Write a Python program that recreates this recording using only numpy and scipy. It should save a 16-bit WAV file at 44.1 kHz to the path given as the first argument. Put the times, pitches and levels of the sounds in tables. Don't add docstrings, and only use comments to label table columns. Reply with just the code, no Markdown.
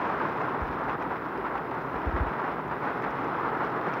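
import sys
import numpy as np
from scipy import signal
from scipy.fft import rfft, irfft, next_fast_len
from scipy.io import wavfile

SR = 44100
rng = np.random.default_rng(int(sys.argv[2]) if len(sys.argv) > 2 else 0)


def inscribe(sig):
    pcm = np.round(np.clip(np.atleast_2d(sig).T, -1, 1) * 32767)
    wavfile.write(sys.argv[1], SR, pcm.astype(np.int16))


N = 176400
TIME_S = np.arange(N) / SR
FLUTTER_HZ = 21.6


def from_db(db):
    return 10 ** (np.asarray(db) / 20)


def unit_rms(x):
    return x / np.sqrt(np.mean(x ** 2) + 1e-20)


def curve(rows):
    return np.interp(TIME_S, *np.transpose(rows))


def drift(rate_hz):
    pole = np.exp(-2 * np.pi * rate_hz / SR)
    return unit_rms(signal.lfilter([1], [1, -2 * pole, pole * pole], rng.standard_normal(N + SR))[SR:])


def coloured(x, spectrum):
    size = 2 * next_fast_len(N)
    hz, db = np.transpose(spectrum)
    bin_hz = np.arange(size // 2 + 1) * SR / size
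    gain = unit_rms(from_db(np.interp(np.log(bin_hz + 1), np.log(hz), db)))
    cepstrum = irfft(np.log(gain))
    cepstrum[1:size // 2] *= 2
    cepstrum[size // 2 + 1:] = 0
    return irfft(rfft(x, size) * np.exp(rfft(cepstrum)))[:N]


def resonance(x, hz, width_hz):
    radius = np.exp(-np.pi * width_hz / SR)
    feedforward = np.array([1, 0, -1]) * (1 - radius ** 2) / 2
    feedback = [1, -2 * radius * np.cos(2 * np.pi * hz / SR), radius ** 2]
    return signal.lfilter(feedforward, feedback, x + 1e-18)


def impacts(size, per_s, spread_db, max_spreads):
    level_db = spread_db * np.minimum(rng.exponential(1, size), max_spreads)
    strengths = from_db(level_db) * rng.choice([-1, 1], size)
    return strengths * (rng.random(size) < per_s / SR)


def shelter(x, t60_s=0.15, wet_db=-3):
    decay = from_db(-120 / (t60_s * SR))
    tail_power = signal.lfilter([1 - decay], [1, -decay], x ** 2 + 1e-18)
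    return x + from_db(wet_db) * np.sqrt(tail_power) * rng.standard_normal(len(x))


def shower(per_s, spread_db):
    hits = impacts(N + SR, per_s, spread_db, max_spreads=6)
    return unit_rms(shelter(hits)[SR:])


# (time [s], relative level [dB])
FALL_LEVEL = [(0, -27), (0.25, -28.5), (0.35, -30), (0.55, -28.5), (0.67, -31), (0.9, -29.1), (0.97, -32.5),
              (1.25, -33), (1.48, -32), (1.65, -34), (2.05, -30.5), (2.5, -30.5), (2.63, -33),
              (2.78, -33.5), (2.9, -31.5), (3.17, -29), (3.45, -28.5), (4.0, -29)]
# (frequency [Hz], relative gain [dB])
ROAR_SPECTRUM = [(120, -23.5), (300, -7.5), (450, -4), (620, -5), (800, -1), (935, 1), (1060, -0.5),
                 (1380, -2.5), (1620, -8), (2000, -16), (2600, -31.5), (3500, -32.5), (7000, -73.5)]


def roar(bunching, gain_db=-3, flutter_db=0.5):
    level_db = gain_db + curve(FALL_LEVEL) + flutter_db * bunching
    return from_db(level_db) * coloured(shower(per_s=3500, spread_db=2.5), ROAR_SPECTRUM)


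# (frequency [Hz], relative gain [dB])
ROOF_SPECTRUM = [(85, -25.5), (125, 1.5), (170, 1.5), (205, -1), (260, 3.5), (320, 2.5), (375, 4),
                 (450, 1.5), (540, -4.5), (800, -5.5), (2000, -15.5), (6000, -85)]


def roof_drumming(gain_db=-36.5, flutter_db=0.04, follow_db_per_db=0.35):
    fall_db = curve(FALL_LEVEL)
    level_db = gain_db + follow_db_per_db * (fall_db - fall_db.mean()) + flutter_db * drift(FLUTTER_HZ)
    return from_db(level_db) * coloured(shower(per_s=1200, spread_db=1.87), ROOF_SPECTRUM)


# (time [s], relative level [dB], rise [s])
BIG_STONE_HITS = [(0.012, -3, 0.002), (0.060, -5.5, 0.004), (0.198, 1, 0.0076), (0.243, -0.5, 0.0049),
                  (0.400, -0.5, 0.004), (0.534, -7.5, 0.005), (0.800, -7, 0.008), (0.876, 3.5, 0.018),
                  (0.995, -1, 0.014), (1.100, -0.5, 0.0051), (1.318, -11, 0.0005), (1.348, -7.5, 0.0041),
                  (1.441, 0, 0.0093), (1.551, -2.5, 0.0018), (1.712, -4.5, 0.0023), (1.952, -3.5, 0.0048),
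                  (2.163, -0.5, 0.00074), (2.266, -2.5, 0.0061), (2.386, -3, 0.004), (2.437, -3.5, 0.002),
                  (2.482, -6, 0.005), (2.572, -6.5, 0.0034), (2.710, -3.5, 0.0014), (2.815, 2, 0.015),
                  (2.862, 2.5, 0.011), (3.031, -2.5, 0.003), (3.365, -7, 0.005), (3.442, 0, 0.0089),
                  (3.540, -8, 0.006), (3.600, 0.5, 0.007), (3.753, -3, 0.006), (3.862, -2, 0.0038)]
# (frequency [Hz], relative gain [dB])
BIG_STONE_SPECTRUM = [(60, -23.5), (150, -7), (360, -7), (600, -5.5), (930, 0), (1350, -3), (2000, -13),
                      (3000, -29), (5000, -44.5), (8000, -68)]


def big_stones(gain_db=-26.5, t60_s=0.26):
    power = np.zeros(N)
    for onset_s, level_db, rise_s in BIG_STONE_HITS:
        age_s = np.maximum(TIME_S - onset_s, 0)
        attack = 1 - np.exp(-age_s / rise_s)
        decay = from_db(level_db - 60 * np.minimum(age_s / t60_s, 3))
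        power += (attack * decay) ** 2
    rattle = np.sqrt(power) * rng.standard_normal(N)
    return from_db(gain_db) * coloured(rattle, BIG_STONE_SPECTRUM)


# (time [s], relative level [dB])
FINE_HAIL_LEVEL = [(0, -47.5), (0.25, -51), (0.65, -51.5), (0.9, -53), (0.97, -55.9), (1.1, -53.1),
                   (1.3, -54.8), (1.55, -54), (1.65, -56), (1.8, -52.5), (2.5, -53.5), (2.62, -55.5),
                   (2.85, -53), (3.2, -51.5), (3.62, -51.5), (4.0, -50)]
# (frequency [Hz], relative gain [dB])
PATTER_SPECTRUM = [(600, -16), (1800, 6.5), (2500, 2), (3200, -10), (4000, -13.5), (4700, -19), (5150, -16),
                   (6000, -27), (7400, -35), (12000, -48.5)]


def patter(bunching, gain_db=2.5, flutter_db=0.7):
    level_db = gain_db + curve(FINE_HAIL_LEVEL) + flutter_db * bunching
    return from_db(level_db) * coloured(shower(per_s=2600, spread_db=3), PATTER_SPECTRUM)


# (time [s], relative level [dB], ring pitch [Hz])
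TICK_HITS = [(0.114, -3, 5000), (0.29, -5, 5200), (0.415, -5, 4800), (0.735, -6, 3600), (0.895, 2, 2600),
             (1.022, 1, 5700), (1.375, -2, 4970), (1.464, -3, 2900), (1.552, -4, 5200), (1.578, 1, 2800),
             (1.711, -3, 3000), (1.746, -7, 5500), (2.016, 0, 3000), (2.060, -9, 6170), (2.268, -7, 5300),
             (2.399, -3, 5200), (2.516, -2, 3000), (2.679, -4, 5570), (2.714, -5, 4600), (2.855, -6, 5400),
             (3.021, 0, 5500), (3.031, -7, 6000), (3.040, 2, 3400), (3.106, -2, 5400), (3.244, -4, 5000),
             (3.647, -3, 5300), (3.758, -12, 5400), (3.937, 5.5, 5300)]
# (frequency [Hz], relative gain [dB])
CRACK_SPECTRUM = [(300, -17), (1200, -7), (2500, 21), (3600, 1), (5300, -10), (6800, -38), (8500, -27),
                  (15000, -17)]


def close_ticks(crack_db=-42.5, ring_db=-54, rise_s=0.0002, t60_s=0.028, width_hz=1200):
    cracks, rings = np.zeros(N), np.zeros(N)
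    ring_makeup = np.sqrt(SR / np.pi / width_hz)
    for onset_s, level_db, pitch_hz in TICK_HITS:
        start = int(onset_s * SR)
        age_s = TIME_S[:min(SR // 10, N - start)]
        envelope = from_db(level_db - 60 * age_s / t60_s) * (1 - np.exp(-age_s / rise_s))
        burst = envelope * rng.standard_normal(len(age_s))
        span = slice(start, start + len(burst))
        cracks[span] += burst
        rings[span] += ring_makeup * resonance(burst, pitch_hz, width_hz)
    rings = signal.sosfilt(signal.butter(2, 6000, fs=SR, output="sos"), rings)
    return from_db(crack_db) * coloured(cracks, CRACK_SPECTRUM) + from_db(ring_db) * rings


# (frequency [Hz], relative gain [dB])
PELLET_SPECTRUM = [(1500, 3.5), (2500, 2), (3500, -9.5), (5300, -18), (6500, -22), (8000, -37)]


def pellets(gain_db=-7, low_hz=1490, high_hz=6660, t60_cycles=14):
    pitches_hz = np.geomspace(low_hz, high_hz, 16)
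    hits = impacts(N, per_s=400, spread_db=2, max_spreads=3.5)
    pitch_index = rng.integers(0, len(pitches_hz), N)
    rings = np.zeros(N)
    for index, hz in enumerate(pitches_hz):
        width_hz = np.log(1000) / np.pi * hz / t60_cycles
        rings += resonance(hits * (pitch_index == index), hz, width_hz)
    return from_db(gain_db + curve(FINE_HAIL_LEVEL)) * unit_rms(coloured(rings, PELLET_SPECTRUM))


# (time [s], relative level [dB])
MIC_KNOCKS = [(0.613, -5), (0.686, -14), (1.948, -16), (2.064, -0.5), (2.134, -2), (2.203, 1.5),
              (2.262, -11)]


def mic_bumps(gain_db=32.5, band_hz=(45, 82)):
    knocks = np.zeros(N)
    for onset_s, level_db in MIC_KNOCKS:
        knocks[int(onset_s * SR)] = from_db(gain_db + level_db)
    return signal.sosfilt(signal.butter(2, band_hz, "band", fs=SR, output="sos"), knocks + 1e-18)


# (frequency [Hz], relative gain [dB])
RUMBLE_SPECTRUM = [(20, -57), (32, -30), (44, -17), (58, 7), (72, -15), (95, -0.5), (160, -8), (600, -66)]


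def rumble(level_db=-53):
    return from_db(level_db) * coloured(rng.standard_normal(N), RUMBLE_SPECTRUM)


def scene():
    bunching = drift(FLUTTER_HZ)
    hail = roar(bunching) + roof_drumming() + big_stones() + patter(bunching) + close_ticks() + pellets()
    return (hail + mic_bumps() + rumble())[None]


# (frequency [Hz], relative gain [dB])
HISS_SPECTRUM = [(3000, -8.5), (8000, -7.5), (10000, -2), (12500, 1), (15500, 2.5)]


def record(dry, low_cut_hz=34, high_cut_hz=15750, hiss_db=-69.5):
    highpass = signal.butter(4, low_cut_hz, "high", fs=SR, output="sos")
    lowpass = signal.ellip(12, 0.1, 80, high_cut_hz, fs=SR, output="sos")
    hiss = from_db(hiss_db) * coloured(rng.standard_normal(N), HISS_SPECTRUM)
    return signal.sosfilt(lowpass, signal.sosfilt(highpass, dry) + hiss)


dry = scene()
out = record(dry)
inscribe(out)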